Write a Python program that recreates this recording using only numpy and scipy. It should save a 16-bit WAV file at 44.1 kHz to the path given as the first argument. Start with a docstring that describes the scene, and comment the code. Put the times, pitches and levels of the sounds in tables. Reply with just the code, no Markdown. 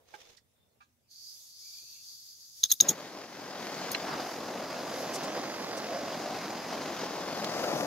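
"""A gas torch close to a phone in a quiet workshop: the valve opens and the jet hisses as coloured noise,
a flint striker rasps four times (noise bursts ringing a steel cup), the gas catches, and the flame roars
as pulses on turbulence while the torch is waved about. Before that, things are moved on the bench: noise
slides, rustles and taps, and knocks built from decaying partials. A faint whistle, room air and mains hum
lie beneath. Gain control, soft peaks and a band limit close the chain."""
import sys
import numpy as np
from scipy import signal
from scipy.fft import rfft, irfft, next_fast_len
from scipy.io import wavfile
from scipy.ndimage import uniform_filter1d, minimum_filter1d, map_coordinates

SR = 44100
rng = np.random.default_rng(int(sys.argv[2]) if len(sys.argv) > 2 else 0)


def master_out(mix):
    """Clip the mix to full scale and print it as 16-bit PCM to the path in sys.argv[1]."""
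    frames = np.transpose(np.atleast_2d(mix))
    ceiling = np.clip(frames, -1, 1)
    pcm = np.round(ceiling * 32767).astype(np.int16)
    wavfile.write(sys.argv[1], SR, pcm)


N = 346626
LEAD_S = .04  # rise time kept before a burst's hold
CATCH_S = 2.85  # the gas catches


def amp(db):
    """Decibels to amplitude."""
    return 10 ** (np.asarray(db) / 20)


def unit(x):
    """Scales to rms 1."""
    return x / np.sqrt(np.mean(x ** 2) + 1e-20)


def along(points, hz):
    """Interpolates (hz, value) points on a log frequency axis."""
    f, v = np.transpose(points)
    return np.interp(np.log(hz + 1), np.log(f + 1), v)


def curves(rows):
    """One value per sample for each column after the time."""
    s, *cols = np.transpose(rows)
    return [np.interp(np.arange(N) / SR, s, c) for c in cols]


def wobble(knots_per_s):
    """A smooth random curve through normally distributed knots."""
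    knots = rng.standard_normal(int(N * knots_per_s / SR) + 4)
    return map_coordinates(knots, [np.arange(N) * knots_per_s / SR])


def filtered(x, response):
    """Multiplies the spectrum of x by a complex response of frequency."""
    n = x.shape[-1]
    m = next_fast_len(n + 4096)
    return irfft(rfft(x, m) * response(np.fft.rfftfreq(m, 1 / SR)), m)[..., :n]


def modes(table):
    """Causal response of resonances (centre_hz, width_hz, level_db), summed with alternating sign."""
    def response(f):
        total = 0
        for k, (centre_hz, width_hz, db) in enumerate(table):
            damping = 1j * f * width_hz
            total = total + (-1) ** k * amp(db) * damping / (centre_hz ** 2 - f * f + damping)
        return total
    return response


def shape(spectrum):
    """Response given by (hz, db) points."""
    return lambda hz: amp(along(spectrum, hz))


def sides(pan_db):
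    """Left and right gains, pan_db apart."""
    return amp(np.array([pan_db, -pan_db]) / 2)


def ports(pair, colour, alike, phase=((0, 0), (SR, 0))):
    """Two unrelated signals become a coloured left and right of given likeness and phase lead, mid rms 1."""
    def mid_side_response(hz):
        turn = np.arccos(np.clip(along(alike, hz), -1, 1)) / 2
        return colour(hz) * [np.cos(turn), np.sin(turn)]

    def lead_response(hz):
        lead_rad = np.interp(hz, *np.transpose(phase))
        return np.exp(.5j * np.outer([1, -1], lead_rad))

    mid, side = filtered(pair, mid_side_response)
    both = filtered(np.array([mid + side, mid - side]), lead_response)
    return both / np.std(both.mean(axis=0))


def patchy(depth_db):
    """Two white noises with shared time-frequency patches of random gain."""
    z = signal.stft(rng.standard_normal((2, N)), nperseg=512)[2]
    field = uniform_filter1d(rng.standard_normal(z.shape[1:]), 7, 0)
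    field = uniform_filter1d(field, 10, 1)
    return signal.istft(z * amp(depth_db * unit(field)), nperseg=512)[1][:, :N]


def pockets(per_s, spread_db):
    """Two trains of sparse pulses of one sign and uneven size."""
    fires = rng.random((2, N)) < per_s / SR
    return -unit(fires * amp(spread_db * rng.standard_normal((2, N))))


def ramp_db(ms, rise_ms, hold_ms, fall_ms):
    """60 dB up, a hold from ms = 0, 60 dB down."""
    return 60 * np.minimum(np.minimum(ms / rise_ms, (hold_ms - ms) / fall_ms), 0)


def burst(rise_ms, hold_ms, fall_ms):
    """Gain over a quarter second; the hold starts LEAD_S in."""
    return amp(ramp_db(1000 * (np.arange(SR // 4) / SR - LEAD_S), rise_ms, hold_ms, fall_ms))


def swell(s, rise_ms, hold_ms, fall_ms):
    """dB over the whole scene; the hold starts at s."""
    return ramp_db(1000 * (np.arange(N) / SR - s), rise_ms, hold_ms, fall_ms)


def add(out, s, sound):
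    """Lays a sound in at a time."""
    place = out[:, round(s * SR):][:, :sound.shape[1]]
    place += sound[:, :place.shape[1]]


def rub(centre_hz, width_hz):
    """A quarter second of noise through one wide resonance, twice; partly shared by the ports."""
    n = SR // 4
    noise = rng.standard_normal(n) + 0.99 * rng.standard_normal((2, n))
    return unit(filtered(noise, lambda f: modes([(centre_hz, width_hz, 0)])(f) ** 2))


def room_alike():
    """Likeness of the ports for room sounds."""
    # hz, likeness
    return [(100, 0.53), (600, 0.27), (2000, 0.045)]


def bench():
    """Sliding is low coloured noise under a level curve; rustling is brighter noise in six swells."""
    # start_s, level_db
    slide_points = [(0.0, -68), (0.056, -75), (0.152, -64), (0.168, -64), (0.332, -69.5), (0.394, -85.5),
                    (0.8, -78.5)]
    # hold_start_s, level_db
    rustle_points = [(.09, -67), (.145, -62.5), (.21, -61.5), (.255, -71), (.3, -63), (.34, -74)]
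    # relative spectra: hz, level_db
    slide_spectrum = [(200, -26), (450, 3), (650, -1.5), (1200, -12), (2500, -24)]
    rustle_spectrum = [(800, -5), (2000, 0.5), (6500, -0.5), (8000, -14), (16000, -20)]
    rise_ms, hold_ms, fall_ms = 160, 9.3, 200
    slide_db, = curves(slide_points)
    slide_gain = amp(slide_db + swell(0, 1, 776, 100))
    slide = slide_gain * ports(rng.standard_normal((2, N)), shape(slide_spectrum), room_alike())
    rustle_gain = sum(amp(db + swell(s, rise_ms, hold_ms, fall_ms)) for s, db in rustle_points)
    rustle_gain = rustle_gain * amp(swell(0, 1, 480, 90) + 2.8 * wobble(260))
    rustle = rustle_gain * ports(patchy(depth_db=1.5), shape(rustle_spectrum), room_alike())
    return sides(-3)[:, None] * (slide + rustle)


def room():
    """Still air is steady patchy noise; mains hum is two sines of wavering level."""
    # relative spectrum: hz, level_db
    air_spectrum = [(15, -40), (25, -41), (76, -3.5), (195, -12.5), (242, -14.5), (439, -20.5), (591, -21),
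                    (911, -24), (1840, -25.5), (2050, -25), (16000, -28)]
    # pitch_hz, mean_rms_db
    hum_partials = [(120, -92), (240, -92)]
    air = amp(-76.5) * ports(patchy(depth_db=2.5), shape(air_spectrum), room_alike())
    t = np.arange(N) / SR
    hum = sum(amp(db + 4 * wobble(8)) * np.sqrt(2) * np.sin(2 * np.pi * hz * t) for hz, db in hum_partials)
    return air + hum


def taps():
    """Small rubs and taps of tools: short bursts of wide-band noise."""
    # hold_start_s, rms_db, centre_hz, width_hz (per filter pass), left_over_right_db, hold_ms, fall_ms
    tap_rows = [(0.14, -56.5, 1700, 3400, 3, 13, 55), (0.37, -58, 4800, 2900, -8, 4.9, 84),
                (0.38, -66, 1880, 430, -6, 5, 50), (1.825, -75, 300, 600, 0, 15, 60),
                (.808, -73, 4000, 2000, -3, 30, 100), (.82, -77, 6200, 1400, -3, 25, 90),
                (.808, -69, 1250, 1800, -3, 20, 90), (3.9495, -28, 2620, 1600, 7, 1.2, 9),
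                (3.954, -34, 1800, 1400, 0, 2, 14), (.149, -59, 2400, 2500, -6, 6, 45),
                (7.445, -34, 3800, 3300, -8, 1.52, 17)]
    rise_ms = 12
    out = np.zeros((2, N))
    for s, db, hz, width_hz, pan_db, hold_ms, fall_ms in tap_rows:
        tap = rub(hz, width_hz) * burst(rise_ms, hold_ms, fall_ms)
        add(out, s - LEAD_S, sides(pan_db)[:, None] * amp(db) * tap)
    return out


def knocks():
    """Each knock rings one object: decaying sines of unsteady level, slightly out of phase between ports."""
    # time_s, level_db, left_over_right_db, rise_time_constant_ms; one row per object
    knock_rows = [(0.142, -40, -14.5, 1.5), (0.807, -46.5, -4, 6), (3.9495, -28, -11, 0.5)]
    # per object, its partials: pitch_hz, level_db, t60_s
    bodies = [
        [(345, -12, 0.05), (500, -18, 0.054), (840, -3.5, 0.08), (1580, -5.5, 0.076), (2310, -9, .05)],
        [(794, -12, 0.093), (1200, -2.5, 0.115), (1415, -11, 0.078), (1630, -10, 0.13), (2370, -12, 0.11),
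         (2638, -8, 0.12), (4200, -19, .05)],
        [(1590, -3, .03), (1990, -5, .03), (2700, 0.5, 0.02), (4120, 1, 0.035), (5560, -6, 0.016)],
    ]
    out, t = np.zeros((2, N)), np.arange(SR // 4) / SR
    for (s, db, pan_db, rise_ms), body in zip(knock_rows, bodies):
        ring = 0
        for hz, level_db, t60_s in body:
            decay = amp(level_db - 60 * t / t60_s + 2 * wobble(140)[:len(t)])
            phase_turns = rng.random() + 0.21 * rng.standard_normal((2, 1))
            ring = ring + decay * np.sin(2 * np.pi * (hz * t + phase_turns))
        rise = 1 - np.exp(-1000 * t / rise_ms)
        add(out, s - .003, sides(pan_db)[:, None] * amp(db) * rise * ring)
    return out


def whistle():
    """A faint narrow whistle swells and fades: noise through one sharp resonance, twice."""
    # peak_s, peak_db, edge_ms_per_60_db
    swells = [(.24, -67, 448), (.63, -80, 400)]
    gain = sum(amp(db + swell(s, ms, 0, ms)) for s, db, ms in swells)
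    noise = rng.standard_normal((2, N))
    return gain * ports(noise, lambda hz: modes([(3550, 160, 0)])(hz) ** 2, room_alike())


def jet():
    """Gas leaves the orifice as a wide hiss; until it burns it sounds and pipes the cold tube's resonances."""
    # before and after lighting: time_s, treble_db, left_over_right_db
    gas_before, gas_after = [
        [(1.14, -67.5, -3), (1.172, -67, -3), (1.276, -62.5, -4), (1.308, -62.5, -3), (1.536, -63.5, 0.5),
         (1.736, -60.5, 0), (2.31, -64, 0.5), (2.506, -65, 0), (2.546, -66, -3), (2.58, -61.5, 1)],
        [(4.0, -63.5, 1.5), (4.19, -61, 3.0), (4.3, -59, -1), (4.63, -64.5, 1), (5.02, -58, 0.5),
         (5.33, -65, 1), (5.69, -63, -2), (7.2, -64, 1.5), (7.72, -55, 0.5), (7.86, -53.5, 1)],
    ]
    # cold tube: time_s, level_db, lowest_resonance_hz
    tone_points = [(1.11, -57.5, 4630), (1.3, -51, 4830), (1.424, -66, 4720), (1.608, -53.5, 4820),
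                   (1.906, -54, 4550), (1.91, -56, 4550), (2.346, -57, 4820), (2.374, -63, 4720),
                   (2.446, -55.5, 4830), (2.6, -65, 4840)]
    # tube resonances: centre_hz, width_hz, level_db (per filter pass, of two)
    tube = [(4770, 460, 3.5), (6470, 180, -1.5)]
    # relative spectrum: hz, level_db
    hiss_spectrum = [(1800, -20.5), (3000, -13.5), (3500, -3), (4200, -3), (6500, 6), (7700, -6.5),
                     (9700, -9.5), (11000, -1), (12100, 1.5), (12700, -4), (16000, -13.5)]
    # hz, likeness of the ports
    alike = [(3000, 0.31), (9000, 0.12), (13000, 0.29)]
    # hz, left_lead_rad
    phase = [(0, 0), (3000, -3), (3600, -1), (5600, -1.9), (6550, .2), (8440, 1.5), (9300, 3.1), (11500, 4),
             (12600, 2.4), (16400, -1)]
    # ragged rising strand and breathy band: from_hz, to_hz, level_db, width_hz
    piping = [(2310, 2700, -71, 170), (2500, 2560, -74, 600)]
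    valve_s, valve_rise_ms, hiss_over_treble_db = 1.116, 84, 6.5
    pipe_s, pipe_hold_ms, pipe_edge_ms = 1.675, 320, 200
    low_scale, high_scale = .96, 1.04  # tube tone cross-fades between two scaled copies
    t = np.arange(N) / SR

    hiss_db, pan_db = curves(gas_before + gas_after)
    hiss = ports(patchy(depth_db=1.1), shape(hiss_spectrum), alike, phase)

    def tube_noise(scale):
        return ports(patchy(depth_db=1.3), lambda hz: modes(tube)(hz / scale) ** 2, alike, phase)

    tone_db, tone_hz = curves(tone_points)
    mix = np.clip((tone_hz / tube[0][0] - low_scale) / (high_scale - low_scale), 0, 1)
    tone = np.sqrt(1 - mix) * tube_noise(low_scale) + np.sqrt(mix) * tube_noise(high_scale)

    progress = np.minimum((t - pipe_s) / pipe_hold_ms * 1000, 1)
    pipe = 0
    for from_hz, to_hz, db, width_hz in piping:
        pitch_hz = from_hz + (to_hz - from_hz) * progress + 35 * wobble(25)
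        carrier = np.sin(2 * np.pi * np.cumsum(pitch_hz) / SR)
        pipe = pipe + amp(db) * unit(wobble(width_hz)) * carrier
    pipe = pipe * amp(swell(pipe_s, pipe_edge_ms, pipe_hold_ms, pipe_edge_ms) + 4 * wobble(30))

    gas = amp(hiss_db + hiss_over_treble_db) * hiss + (t < CATCH_S) * amp(tone_db) * tone
    valve_db = 60 * np.minimum((t - valve_s) * 1000 / valve_rise_ms, 0)
    waver_db = .9 * wobble(14)
    return sides(pan_db) * amp(valve_db + waver_db) * gas + pipe * np.array([[.6], [1.4]])


def striker():
    """Each stroke is a swarm of tooth contacts that rings the steel cup, a little differently at each port."""
    # flint catches and drags on the file, last the striker is laid down; the grip shifts the cup's modes:
    # hold_start_s, main_level_db, low_over_main_db, high_over_main_db (before its pan), rise_ms, fall_ms,
    # main_mode_hz, low_mode_hz
    rasps = [(2.6335, -26, 3, -14, 6, 10, 6440, 3800), (2.6362, -15, -5, -15, 3, 22, 6500, 3600),
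             (2.65, -34, -2, -10, 50, 50, 6400, 3620), (2.705, -33, 3, -2, 35, 25, 6600, 4100),
             (2.716, -11.5, -11, -16, 9, 9, 6520, 3700), (2.7215, -20, -4, 3, 4, 12, 6500, 3500),
             (2.731, -39.5, -0.5, 5, 23, 58, 6500, 3740), (2.802, -19, 4, -19, 2, 24, 6270, 3830),
             (2.8072, -5, -20, -15, 1, 14, 6570, 3570), (2.819, -35, -5, -6, 43, 106, 6600, 3630),
             (2.8875, -14, -14.5, -18, 14, 6, 6680, 3950), (2.891, -12.5, -17, -12, 8, 17, 6700, 3300),
             (2.9, -26, -11, -7.5, 74, 73, 6750, 3540), (3.916, -36.5, 2.5, 5, 4, 12, 6530, 4380),
             (3.923, -46, 1, 5, 10, 14, 6400, 4500), (3.93, -47, 2, 5, 14, 20, 6400, 4700)]
    # cup mode groups: centre_hz, width_hz, level_db (per filter pass, of two; main and low get shifted)
    cup_main = [(6540, 370, 5.5), (5430, 460, -2), (5000, 130, -2)]
    cup_low = [(3670, 440, 5.5), (5330, 1000, -2), (2620, 3300, -28), (1300, 1000, -8.5)]
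    cup_high = [(7800, 1200, -20.5), (10200, 6000, 7), (10750, 200, 11.5), (12800, 240, 10.5),
                (15000, 520, 10.5)]
    hold_base_ms, hold_per_fall = 0.99, 0.057
    pan_db, high_pan_db = -0.5, 4.0
    grit_db = 2.5  # spread of the tooth contacts' sizes
    out = np.zeros((2, N))

    def ring(teeth, group, scale):
        return unit(filtered(teeth, lambda hz: modes(group)(hz * scale) ** 2))

    for s, db, low_db, high_db, rise_ms, fall_ms, main_hz, low_hz in rasps:
        stroke = burst(rise_ms, hold_base_ms + hold_per_fall * fall_ms, fall_ms)
        n = len(stroke)
        grit = amp(grit_db * unit(uniform_filter1d(rng.standard_normal(n), size=30)))
        contacts = rng.standard_normal(n) + .65 * rng.standard_normal((2, n))
        teeth = stroke * unit(grit) * contacts
        main = ring(teeth, cup_main, cup_main[0][0] / main_hz)
        low = ring(teeth, cup_low, cup_low[0][0] / low_hz)
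        high = sides(high_pan_db)[:, None] * ring(teeth, cup_high, 1)
        cup = main + amp(low_db) * low + amp(high_db) * high
        stroke_rms = np.sqrt(np.mean(stroke ** 2))
        add(out, s - LEAD_S, sides(pan_db)[:, None] * amp(db) * stroke_rms * cup)
    return out


def puffs():
    """Low puffs of air and gas: noise through one very wide resonance, twice, alike at both ports."""
    # hold_start_s, rms_db, centre_hz
    puff_rows = [(2.64, -61.5, 149), (2.716, -55.5, 170), (2.82, -42, 218), (2.855, -50.5, 700),
                 (2.863, -43, 258), (2.906, -42.5, 704), (2.898, -33.5, 228)]
    rise_ms, hold_ms, fall_ms = 41, 14, 83
    out = np.zeros((2, N))
    for s, db, hz in puff_rows:
        noise = rng.standard_normal((1, SR // 4))
        air = unit(filtered(noise, lambda f: modes([(hz, 1.7 * hz, 0)])(f) ** 2))
        add(out, s - LEAD_S, amp(db) * air * burst(rise_ms, hold_ms, fall_ms))
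    return out


def flame():
    """Pockets of gas burn one by one: pulses of one sign on turbulence; roar and crackle share them."""
    # the torch is waved about: time_s, roar_db, left_over_right_db, crackle_db, hollow_core_db, core_hz
    path = [(4.0, -39.5, 2, -43.5, -50, 560.6), (4.12, -37.5, 0.5, -43.5, -46, 760),
            (4.43, -38.5, 1.0, -45, -48.5, 580), (5.11, -38, -0.5, -43.5, -44, 599),
            (5.7, -38.5, -1.5, -44, -47, 559.3), (6.3, -39, 1, -44.5, -40.5, 700),
            (6.5, -38.5, 0, -44.5, -51, 718), (6.99, -38, 1.5, -43.5, -49.5, 660.6),
            (7.27, -37.5, 2, -43.5, -45, 639.6), (7.56, -34.5, 3, -40.5, -41.5, 620),
            (7.86, -33, 4, -43, -36.5, 601.7)]
    # relative spectra: hz, level_db
    roar_spectrum = [(18, -64), (30, -45), (168, -5), (309, -1), (423, -4), (600, -2.5), (760, -2.5),
                     (973, -6.5), (1070, -6), (1570, -15), (2080, -31), (2500, -21), (3250, -35),
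                     (5500, -120)]
    crackle_spectrum = [(700, -24.5), (1500, 1), (2100, 2), (2400, -2.5), (3300, -2.5), (4650, -1),
                        (4950, 3.5), (5250, -1.5), (6600, -6), (7200, -9), (7600, -16), (12000, -22)]
    # hz, likeness of the ports
    alike = [(150, 1), (280, 1), (600, 0.85), (1500, 0.88), (3000, 0.82), (7000, 0.31)]
    # single large pockets: time_s, over_usual_pocket_db
    pops = [(3.67, 15), (4.085, 8), (7.403, 4), (7.8091, 18)]
    catch_rise_ms, flare_db, flare_decay_s = 140, 1, 0.034
    choke_s, choke_db, choke_half_s = 2.945, -3.5, 0.042  # the young flame falters once
    pockets_per_s = 1100
    beat_hz, beat_rms_db = 43, 0.94  # the flame's own beat
    core_width_hz, core_apart = 260, 0.16  # core is a noise band; share that differs between ports

    roar_db, pan_db, crackle_db, core_db, core_hz = curves(path)
    t = np.arange(N) / SR
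    since_s = t - CATCH_S
    lit_db = 60 * np.minimum(since_s * 1000 / catch_rise_ms, 0)
    settle_db = flare_db * np.exp(-np.maximum(since_s, 0) / flare_decay_s)
    falter_db = choke_db * np.exp(-((t - choke_s) / choke_half_s) ** 2)
    beat = np.sin(2 * np.pi * np.cumsum(beat_hz + 2.755 * wobble(6)) / SR)
    flutter_db = .8 * wobble(45) + beat_rms_db * np.sqrt(2) * beat

    pulses = pockets(pockets_per_s, spread_db=2.5)
    for s, db in pops:
        pulses[0, round(s * SR)] = -amp(db) * np.sqrt(SR / pockets_per_s)
    roar = ports(0.45 * pulses + 0.89 * patchy(depth_db=1.3), shape(roar_spectrum), alike)
    crackle = ports(.62 * pulses + .7 * patchy(depth_db=1.8), shape(crackle_spectrum), alike)

    turning = np.exp(2j * np.pi * np.cumsum(core_hz) / SR)

    def core_band():
        return unit(np.real((wobble(core_width_hz) + 1j * wobble(core_width_hz)) * turning))

    core = core_band() + core_apart * np.outer([1, -1], core_band())
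    layers = amp(roar_db) * roar + amp(crackle_db) * crackle + amp(core_db + 2.2 * wobble(11)) * core
    gain = sides(pan_db) * amp(lit_db + settle_db + falter_db + flutter_db)
    fire = (since_s > -.05) * gain * layers
    # the louder port is the nearer one and hears first
    lead_samples = 0.84 * (pan_db - .6)
    left = map_coordinates(fire[0], [np.arange(N) + lead_samples])
    right = map_coordinates(fire[1], [np.arange(N) - lead_samples])
    return np.array([left, right])


def flaps():
    """The moving flame flaps: soft-edged bursts of wide-band noise."""
    # hold_start_s, rms_db, centre_hz, hold_ms
    flap_rows = [(4.085, -39.5, 1200, 65), (5.142, -39, 5900, 20.6), (5.235, -44, 5160, 16),
                 (5.773, -44, 5600, 14)]
    width_per_centre, edge_per_hold = 0.82, 2.4
    out = np.zeros((2, N))
    for s, db, hz, hold_ms in flap_rows:
        edge_ms = edge_per_hold * hold_ms
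        add(out, s - LEAD_S, amp(db) * rub(hz, width_per_centre * hz) * burst(edge_ms, hold_ms, edge_ms))
    return out


def duck_db(x):
    """Gain control: loud moments pull the gain down; it holds, and glides both down and back."""
    threshold_db, excess_share = -33.5, 0.34
    hold, glide = round(0.43 * SR), round(0.47 * SR)  # seconds to samples
    power = np.abs(uniform_filter1d(np.mean(x ** 2, axis=0), SR // 100))
    level_db = 10 * np.log10(power + 1e-12)
    wanted_db = -excess_share * np.maximum(level_db - threshold_db, 0)
    # origins make both windows look back
    held_db = minimum_filter1d(wanted_db, hold, origin=(hold - 1) // 2)
    return uniform_filter1d(held_db, glide, origin=(glide - 1) // 2)


def scene():
    """Sums all sources."""
    handling = bench() + room() + taps() + knocks() + whistle()
    return handling + jet() + striker() + puffs() + flame() + flaps()


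def record(dry):
    """The phone ducks after loud sounds, rounds off the highest peaks and keeps nothing above its band limit."""
    ceiling, band_limit_hz = .93, 15750
    ducked = dry * amp(duck_db(dry))
    soft = ducked / (1 + np.abs(ducked / ceiling) ** 6) ** (1 / 6)
    return filtered(soft, lambda hz: hz < band_limit_hz)


dry = scene()
out = record(dry)
master_out(out)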